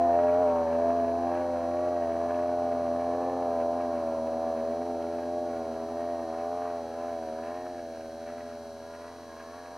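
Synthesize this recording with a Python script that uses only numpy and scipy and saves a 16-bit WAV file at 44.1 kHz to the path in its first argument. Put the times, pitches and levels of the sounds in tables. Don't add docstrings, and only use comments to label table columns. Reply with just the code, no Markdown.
import sys
import numpy as np
from scipy import signal
from scipy.fft import rfft, irfft, next_fast_len
from scipy.io import wavfile
from scipy.ndimage import uniform_filter1d

SR = 44100
rng = np.random.default_rng(int(sys.argv[2]) if len(sys.argv) > 2 else 0)


def transcribe(signal):
    frames = np.atleast_2d(signal).T
    limited = np.clip(frames, -1, 1)
    pcm = np.round(limited * 32767).astype(np.int16)
    wavfile.write(sys.argv[1], SR, pcm)


N = 430857

# time in seconds, firing rate in Hz.
FIRING_RATE = [(0.0, 85.7), (0.12, 85.63), (0.27, 86.86), (0.34, 86.6), (0.405, 89.5), (0.481, 85.12),
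               (0.68, 82.2), (0.82, 84.5), (0.958, 85.94), (1.072, 84.3), (1.41, 87.1), (1.63, 84.26),
               (1.82, 87.4), (1.9, 87.93), (2.09, 83.37), (2.31, 85.84), (2.53, 86.74), (2.88, 84.03),
               (3.32, 87.87), (3.59, 83.4), (3.81, 86.26), (4.08, 81.56), (4.22, 80.8), (4.46, 83.04),
               (4.6, 80.7), (4.87, 86.17), (5.01, 83.34), (5.41, 86.6), (5.69, 81.27), (5.77, 81.5),
               (6.01, 85.3), (6.119, 85.5), (6.308, 81.43), (6.558, 87.2), (6.67, 87.1), (6.831, 82.7),
               (6.91, 82.3), (7.07, 86.1), (7.29, 79.7), (7.35, 79.86), (7.59, 88.84), (7.7, 88.4),
               (7.89, 82.9), (8.08, 81), (8.38, 85.2), (8.76, 81.5), (9.17, 85.86), (9.33, 82),
               (9.47, 82.66), (9.58, 87.1), (9.77, 85.4)]
# time in seconds, even minus odd partials in dB.
HOWL_EVEN_ODD = [(0.0, 21.5), (0.219, -8), (0.33, -14), (0.42, -5.5), (0.54, -28), (0.66, -19), (0.85, 2.5),
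                 (1.0, 4), (1.22, 7.5), (1.43, -22), (1.62, -1), (1.83, -9.5), (2.12, 3.5), (2.35, -2.5),
                 (3.35, -4), (3.55, -1), (4.65, -1.5), (4.9, -2), (5.35, -4.5), (5.8, 3), (6.05, -2.5),
                 (6.3, 0.5), (6.65, 0), (6.9, -2), (7.1, 1), (8.6, -4.5), (9.77, 0)]
# time in seconds, even minus odd partials in dB.
DRONE_EVEN_ODD = [(0.0, 10), (0.2, 2), (0.4, -9), (0.6, 1), (0.87, -1.5), (1.3, 6), (2.1, 3), (2.5, -2.5),
                  (2.85, -0.5), (4.2, 2), (6.198, 2), (6.6, -4), (7.302, 0.5), (9.77, -3.5)]
# multiple of the firing rate, level within its group in dB.
DRONE_PARTIALS = [(4, -2.5), (5, 0.5), (6, -5.5)]
HOWL_PARTIALS = [(7, -0.72), (8, -0.0093)]
SHOULDER_PARTIALS = [(9, 4), (10, -8.5)]
BARK_PARTIALS = [(11, -2.5), (12, -2), (13, -3.5), (14, -9.5), (15, -12.5)]
SNARL_PARTIALS = [(16, 0), (17, 2.5), (18, -6), (19, -1.5), (20, -1), (21, -5), (22, -8), (23, -8)]
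# frequency in Hz, width in Hz.
PIPE_RESONANCES = [(200, 420), (505, 33), (560, 81), (640, 164), (850, 54), (900, 65), (1100, 62),
                   (1170, 70), (1250, 120), (1400, 200), (1560, 140), (1680, 230), (1850, 280)]
# time in seconds, frequency in Hz.
BARK_RESONANCE = [(0.0, 1024), (0.5, 901), (2.4, 920), (3.2, 1020), (4.4, 950.4), (6.0, 1015), (8.9, 1002),
                  (9.77, 1032)]

# time in seconds, third partial in dB, drone in dB.
LONG_WAVE_LEVELS = [(0.0, -38, -35), (0.46, -37, -34.5), (0.65, -37.5, -40), (0.87, -36.5, -36.5),
                    (1.9, -41, -38.5), (2.97, -39, -41), (3.21, -38.5, -35.5), (4.22, -41, -42.5),
                    (4.87, -41.5, -38), (7.4, -48, -44), (9.44, -55, -53), (9.77, -55, -53.5)]
# time in seconds, level before a trim in dB.
HOWL_FADE = [(0.0, -24), (0.46, -25), (0.63, -30), (0.89, -26.5), (1.25, -32), (1.65, -33), (1.87, -29.5),
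             (2.2, -31.5), (2.42, -30), (3.08, -31.5), (3.37, -36), (3.5, -30.5), (3.67, -29.5),
             (3.76, -32.5), (4.73, -32.5), (4.79, -35.5), (5.22, -36), (5.39, -32.5), (5.58, -37),
             (5.945, -38), (5.965, -35), (6.12, -33), (6.26, -38), (6.5, -34.5), (6.77, -36), (6.91, -43),
             (6.99, -37), (7.16, -35.5), (7.22, -40), (7.29, -38), (7.41, -39.5), (7.5, -37.5),
             (7.73, -41.5), (7.83, -40), (7.93, -42), (8.19, -42.5), (8.29, -40.5), (8.85, -46),
             (9.02, -45.5), (9.15, -49), (9.77, -47.5)]
# time in seconds, level before a trim in dB.
SHOULDER_FADE = [(0.0, -43), (0.25, -36), (0.55, -34), (0.84, -46.5), (1.05, -50), (1.27, -36), (1.9, -44),
                 (2.1, -42.5), (3.7, -41), (4.25, -47.5), (4.45, -41.5), (4.9, -46.5), (6.7, -44.5),
                 (7.6, -47.5), (8.0, -51), (9.1, -61.5), (9.77, -52)]
# time in seconds, level before trims in dB.
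BARK_FADE = [(0.0, -41), (0.421, -42), (0.52, -37), (0.789, -42.5), (2.12, -47.5), (2.39, -43.5),
             (2.45, -47.5), (3.24, -44), (4.55, -46), (5.14, -53.5), (6.69, -47), (6.94, -59), (6.99, -48),
             (7.26, -53.5), (7.51, -49), (7.75, -60.5), (8.87, -57), (8.9, -53), (9.77, -51.5)]
# time in seconds, level before trims in dB.
RASP_FADE = [(0.0, -51), (0.45, -50), (0.55, -52), (2.0, -53), (3.5, -54.5), (4.4, -56), (5.63, -56.5),
             (7.7, -57), (8.1, -58), (8.75, -60.5), (8.95, -57.5), (9.77, -57.5)]
# centre in seconds, half length (to 1/e of the rise) in seconds, rise of the noisy gas in dB.
RASP_FLARES = [(0.3, .15, 2), (0.723, 0.02, 3), (0.904, 0.024, 1.5), (1.37, 0.047, 2.5), (2.325, 0.044, 4),
               (3.05, 0.039, 2.5), (3.61, .025, 6), (3.817, 0.026, 5.5), (3.998, 0.038, 4), (4.6, 0.034, 4),
               (5.188, .014, 4), (5.549, 0.04, 1.5), (6.009, 0.056, 3), (6.381, 0.062, 5),
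               (6.65, 0.06, 2.5), (7.06, 0.092, 2.5), (7.497, 0.086, 6.5), (8.289, 0.033, 9),
               (8.391, 0.032, 7.5), (8.512, 0.04, 5), (8.945, 0.02, 4), (9.04, .04, 2), (9.411, 0.026, 8),
               (9.655, 0.019, 6)]

# multiple of the lug rate, relative level in dB.
LUG_PARTIALS = [(1, -23.5), (2, -12), (3, -29), (4, -16)]
# time in seconds, gain in dB.
LUG_FADE = [(0.0, -39.5), (2.0, -42.5), (4.0, -40.5), (7.5, -45.5), (8.6, -49.5), (9.77, -49)]

# frequency in Hz, relative level in dB.
CHURN_SPECTRUM = [(40, -23.5), (110, -16), (190, -9.5), (270, -3.5), (380, -5.5), (520, -2.5), (700, 2),
                  (880, -1.5), (1100, -23.5), (1500, -37), (4000, -80)]
GRIT_SPECTRUM = [(200, -51), (650, -30.5), (850, -5.5), (1020, 3.5), (1250, -2), (1600, -31), (5000, -80)]
RASP_SPECTRUM = [(200, -41.5), (800, -11.5), (1250, 3), (1450, 4.5), (1700, -5), (1900, 0.5), (2090, -7.5),
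                 (2260, -1.5), (2410, -7.5), (2600, -5.5), (3100, -14.5), (4500, -36.5), (8000, -35.5),
                 (14000, -58)]
NASAL_SPECTRUM = [(700, -51), (1500, -16), (1650, 5), (1780, -10), (1920, -9), (2080, -27.5), (2230, -6.5),
                  (2400, -24.5), (2570, -13), (2850, -27), (3500, -37)]
BUZZ_SPECTRUM = [(150, 5), (800, -4), (1500, 0), (2400, -9.5), (3300, -4.5), (3650, -22), (3900, 3),
                 (4200, 3), (5100, -7), (5900, 0.5), (6300, -2.5), (7200, -25), (8700, -9.5), (14000, -25)]
FIZZ_SPECTRUM = [(3000, -38.5), (7000, -10.5), (10200, -15), (11700, 10), (13300, -4), (14300, -14)]
HISS_SPECTRUM = [(25, 14.5), (150, 20), (600, 4.5), (1800, -13.5), (3200, 6.5), (4500, 6), (5800, 7),
                 (7000, 0.5), (10300, 0.5), (12000, -5), (13300, -10.5), (14300, -26)]

# frequency in Hz, rms level in dB.
GEAR_WHINES = [(4049, -82), (5809, -81), (7101, -87)]
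# low edge in Hz, high edge in Hz.
MOTOR_NOTCHES = [(1975, 2040), (3510, 3825)]
# start in seconds, level in dB.
CLICK_TIMES = [(2.2813, -58), (2.3399, -56), (5.0255, -44), (5.4489, -55), (6.7097, -55.5)]
# frequency in Hz, level relative to the click in dB.
BODY_MODES = [(3050, -4), (3400, -8), (4100, -8), (10200, -19)]

CRUISE_HZ = 83.8
BELT_TURNS = 0.25
THUD_DB, THUD_FADE_DB_PER_S = -48, 1.49
DRONE_DB, DRONE_DB_PER_HZ = -1, 0.28
NASAL_FROM_S, NASAL_DB_PER_S, NASAL_HZ = 7.9, 2, 1662
RASP_DB, SNARL_DB = -3, -3.5
PUFF_LAG, PUFF_DECAY, PUFF_FLOOR = 0.24, 0.45, 0.6
CRACKLES_PER_S, CRACKLE_S = 2000, 0.00074
LUGS_PER_FIRING, GEARING_LOSS_PER_S, CLUTCH_S = 1.475, 0.007, 0.21
MOTOR_HZ = 149.99
TOP_HZ = 14200


def engine(hz, boom_db, drone_db):
    turns = np.cumsum(hz) / SR
    lows = low_boom(turns, boom_db)
    firing = (turns + 1 / 4).astype(int)
    burn = uniform_filter1d(rng.standard_normal(N // 100)[firing], SR // 500)
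    throb_db = 0.57 * np.sin(2 * np.pi * BELT_TURNS * turns + 0.19 * walk(1.4))
    strength = undb(throb_db + 0.42 * burn)
    turns = turns + 0.002 * walk(100)
    return lows + strength * (pipe_howl(turns, hz, drone_db) + bark_and_rasp(turns, hz, burn))


def low_boom(turns, boom_db):
    t = np.arange(N) / SR
    thud = partials(turns, [(1, 0)], fade_db=0.2) * undb(THUD_DB - THUD_FADE_DB_PER_S * t)
    boom = partials(turns, [(2, -27.0), (3, -4.0)], fade_db=1.1) * undb(boom_db)
    return thud + boom


def pipe_howl(turns, hz, drone_db):
    drone_db = drone_db + DRONE_DB + DRONE_DB_PER_HZ * (hz - CRUISE_HZ)
    drone = partials(turns, DRONE_PARTIALS, fade_db=1.12, lean_db=curve(DRONE_EVEN_ODD))
    howl = partials(turns, HOWL_PARTIALS, fade_db=0.25, lean_db=curve(HOWL_EVEN_ODD))
    shoulder = partials(turns, SHOULDER_PARTIALS, fade_db=0.53)
    shoulder_db = curve(SHOULDER_FADE) + 0.5 + 1.8 * walk(5.4)
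    return drone * undb(drone_db) + howl * undb(curve(HOWL_FADE) + 0.73) + shoulder * undb(shoulder_db)


def bark_and_rasp(turns, hz, burn):
    t = np.arange(N) / SR
    bark_db = curve(BARK_FADE)
    nasal_db = NASAL_DB_PER_S * np.maximum(t - NASAL_FROM_S, 0)
    flare_db = sum(db * np.exp(-((t - s) / length) ** 2) for s, length, db in RASP_FLARES)
    gusts = walk(18)

    bark = partials(turns + 0.0022 * walk(70), BARK_PARTIALS, fade_db=1.03,
                    lean_db=0.32 * curve(HOWL_EVEN_ODD), ring_order=curve(BARK_RESONANCE) / hz, ring_db=5.5)
    bark = bark * undb(bark_db - 2.1 + 1.0 * gusts + 0.16 * flare_db)
    snarl = partials(turns + 0.0043 * walk(90), SNARL_PARTIALS, fade_db=1.5,
                     ring_order=NASAL_HZ / hz, ring_db=1.81 * nasal_db)

    puffs = PUFF_FLOOR + np.exp(-((turns - PUFF_LAG) % 1) / PUFF_DECAY)
    grit = noise(GRIT_SPECTRUM, puffs) * undb(bark_db - 8.0)
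    spits = puffs * crackle()
    broad_gas = noise(RASP_SPECTRUM, spits) * undb(-nasal_db)
    nasal_gas = noise(NASAL_SPECTRUM, spits) * undb(-5.5 + nasal_db)
    gas = (broad_gas + nasal_gas) * undb(RASP_DB + flare_db)
    rasp = gas + snarl * undb(SNARL_DB + 0.4 * flare_db)
    return bark + grit + rasp * undb(curve(RASP_FADE) + 0.74 * gusts + 1.0 * burn)


def partials(turns, orders, fade_db, lean_db=0, ring_order=0, ring_db=0):
    mean_hz = np.mean(np.array(FIRING_RATE)[:, 1])
    out, power = 0, 0
    for order, db in orders:
        k = round(order)
        hz = k * mean_hz
        lag = sum(np.arctan((hz / f - f / hz) * f / width) for f, width in PIPE_RESONANCES)
        lift_db = lean_db * (k % 2 == 0) + ring_db * np.exp(-(k - ring_order) ** 2)
        gain = undb(db + lift_db + fade_db * np.sqrt(k) * walk(5))
        out = out - gain * np.cos(2 * np.pi * k * turns - lag)
        power = power + gain ** 2 / 2
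    return out / np.sqrt(power)


def crackle(scatter_db=0.5):
    size = undb(scatter_db * np.clip(rng.standard_normal(N), -2, 2))
    spits = (rng.random(N) < CRACKLES_PER_S / SR) * size
    fall = np.exp(-np.arange(SR // 100) / SR / CRACKLE_S)
    power = signal.fftconvolve(spits ** 2, fall ** 2)[:N]
    return level(np.sqrt(np.abs(power)))


def track(hz, churn_db):
    t = np.arange(N) / SR
    gearing = LUGS_PER_FIRING - GEARING_LOSS_PER_S * t
    lug_hz = gearing * uniform_filter1d(hz, int(CLUTCH_S * SR)) * (1 + 0.006 * walk(6))
    turns = np.cumsum(lug_hz) / SR
    lugs = 0
    for k, db in LUG_PARTIALS:
        gain = undb(db + 3.4 * walk(3.05)) * np.sqrt(2)
        lugs = lugs + gain * np.cos(2 * np.pi * (round(k) * turns + rng.random()))
    churn = noise(CHURN_SPECTRUM) * undb(churn_db - 3.0 + 0.5 * walk(21))
    return lugs * undb(curve(LUG_FADE)) + churn


def hillside(x, t60=0.81, echo_db=-21):
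    t = np.arange(SR) / SR
    tail = rng.standard_normal(SR) * undb(-60 * t / t60) * (t > 0.04)
    return signal.fftconvolve(x, level(tail, echo_db) / np.sqrt(SR))[:N]


def clicks(t60=0.006, crack_db=-12.0):
    t = np.arange(SR // 50) / SR
    ring = sum(undb(db) * np.sin(2 * np.pi * hz * t) for hz, db in BODY_MODES)
    crack = rng.standard_normal(len(t)) * undb(crack_db)
    taps = np.zeros(N)
    for s, db in CLICK_TIMES:
        taps[int(s * SR)] = undb(db)
    return signal.fftconvolve(taps, (ring + crack) * undb(-60 * t / t60))[:N]


def camera():
    t = np.arange(N) / SR
    half_turns, phase = np.divmod(2 * MOTOR_HZ * t, 1)
    unevenness = 1 + 0.087 * (-1) ** half_turns
    ticks = np.diff(half_turns, prepend=0) * unevenness * undb(0.66 * walk(300))
    buzz = level(colour(ticks, BUZZ_SPECTRUM), -59.0)
    fizz = noise(FIZZ_SPECTRUM, 0.3 + np.exp(-phase / 0.15)) * undb(-78)
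    whine = sum(level(np.sin(2 * np.pi * hz * t + 1.2 * walk(20)), db) for hz, db in GEAR_WHINES)
    shared_hiss = noise(HISS_SPECTRUM) * undb(-67)
    port_hiss = np.array([noise(HISS_SPECTRUM), noise(HISS_SPECTRUM)]) * undb(-63.0)
    return buzz + fizz + whine + shared_hiss + port_hiss


def undb(db):
    return 10 ** (np.asarray(db) / 20)


def level(x, db=0):
    return x * undb(db) / np.sqrt(np.mean(x ** 2))


def curves(table):
    s, *columns = np.transpose(table)
    return [np.interp(np.arange(N) / SR, s, c) for c in columns]


def curve(table):
    return curves(table)[0]


def walk(rate):
    k = max(int(SR / rate), 1)
    held = np.repeat(rng.standard_normal(N // k + 1), k)[:N]
    return level(uniform_filter1d(uniform_filter1d(held, k), k))


def colour(x, points):
    size = next_fast_len(N + SR // 4, real=True) // 2 * 2
    hz, db = np.transpose(points)
    bins = np.maximum(np.fft.rfftfreq(size, 1 / SR), 1)
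    outline_db = np.interp(np.log(bins), np.log(hz), db)
    cepstrum = irfft(np.log(undb(outline_db)))
    cepstrum[1:size // 2] *= 2
    cepstrum[size // 2 + 1:] = 0
    return irfft(rfft(x, size) * np.exp(rfft(cepstrum)))[:N]


def noise(points, gate=1):
    return level(colour(gate * rng.standard_normal(N), points))


def delay(x, samples):
    size = 2 * next_fast_len(N // 2 + SR // 10)
    phase = 2 * np.pi * np.fft.rfftfreq(size) * samples
    return irfft(rfft(x, size) * np.exp(-1j * phase))[:N]


def scene():
    hz = uniform_filter1d(curve(FIRING_RATE), SR // 25) * (1 + 0.001487 * walk(14))
    boom_db, drone_db = curves(LONG_WAVE_LEVELS)
    sled = engine(hz, boom_db, drone_db) + track(hz, boom_db)
    return sled + hillside(sled) + camera() + clicks()


def record(dry):
    pair = np.array([delay(dry[0], samples=0.72) * undb(0.16), dry[1]])
    for edges in MOTOR_NOTCHES:
        notch = signal.butter(3, edges, "bandstop", fs=SR, output="sos")
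        pair = signal.sosfilt(notch, pair)
    top_cut = signal.ellip(10, 0.2, 70, TOP_HZ, fs=SR, output="sos")
    return signal.sosfilt(top_cut, pair)


dry = scene()
out = record(dry)
transcribe(out)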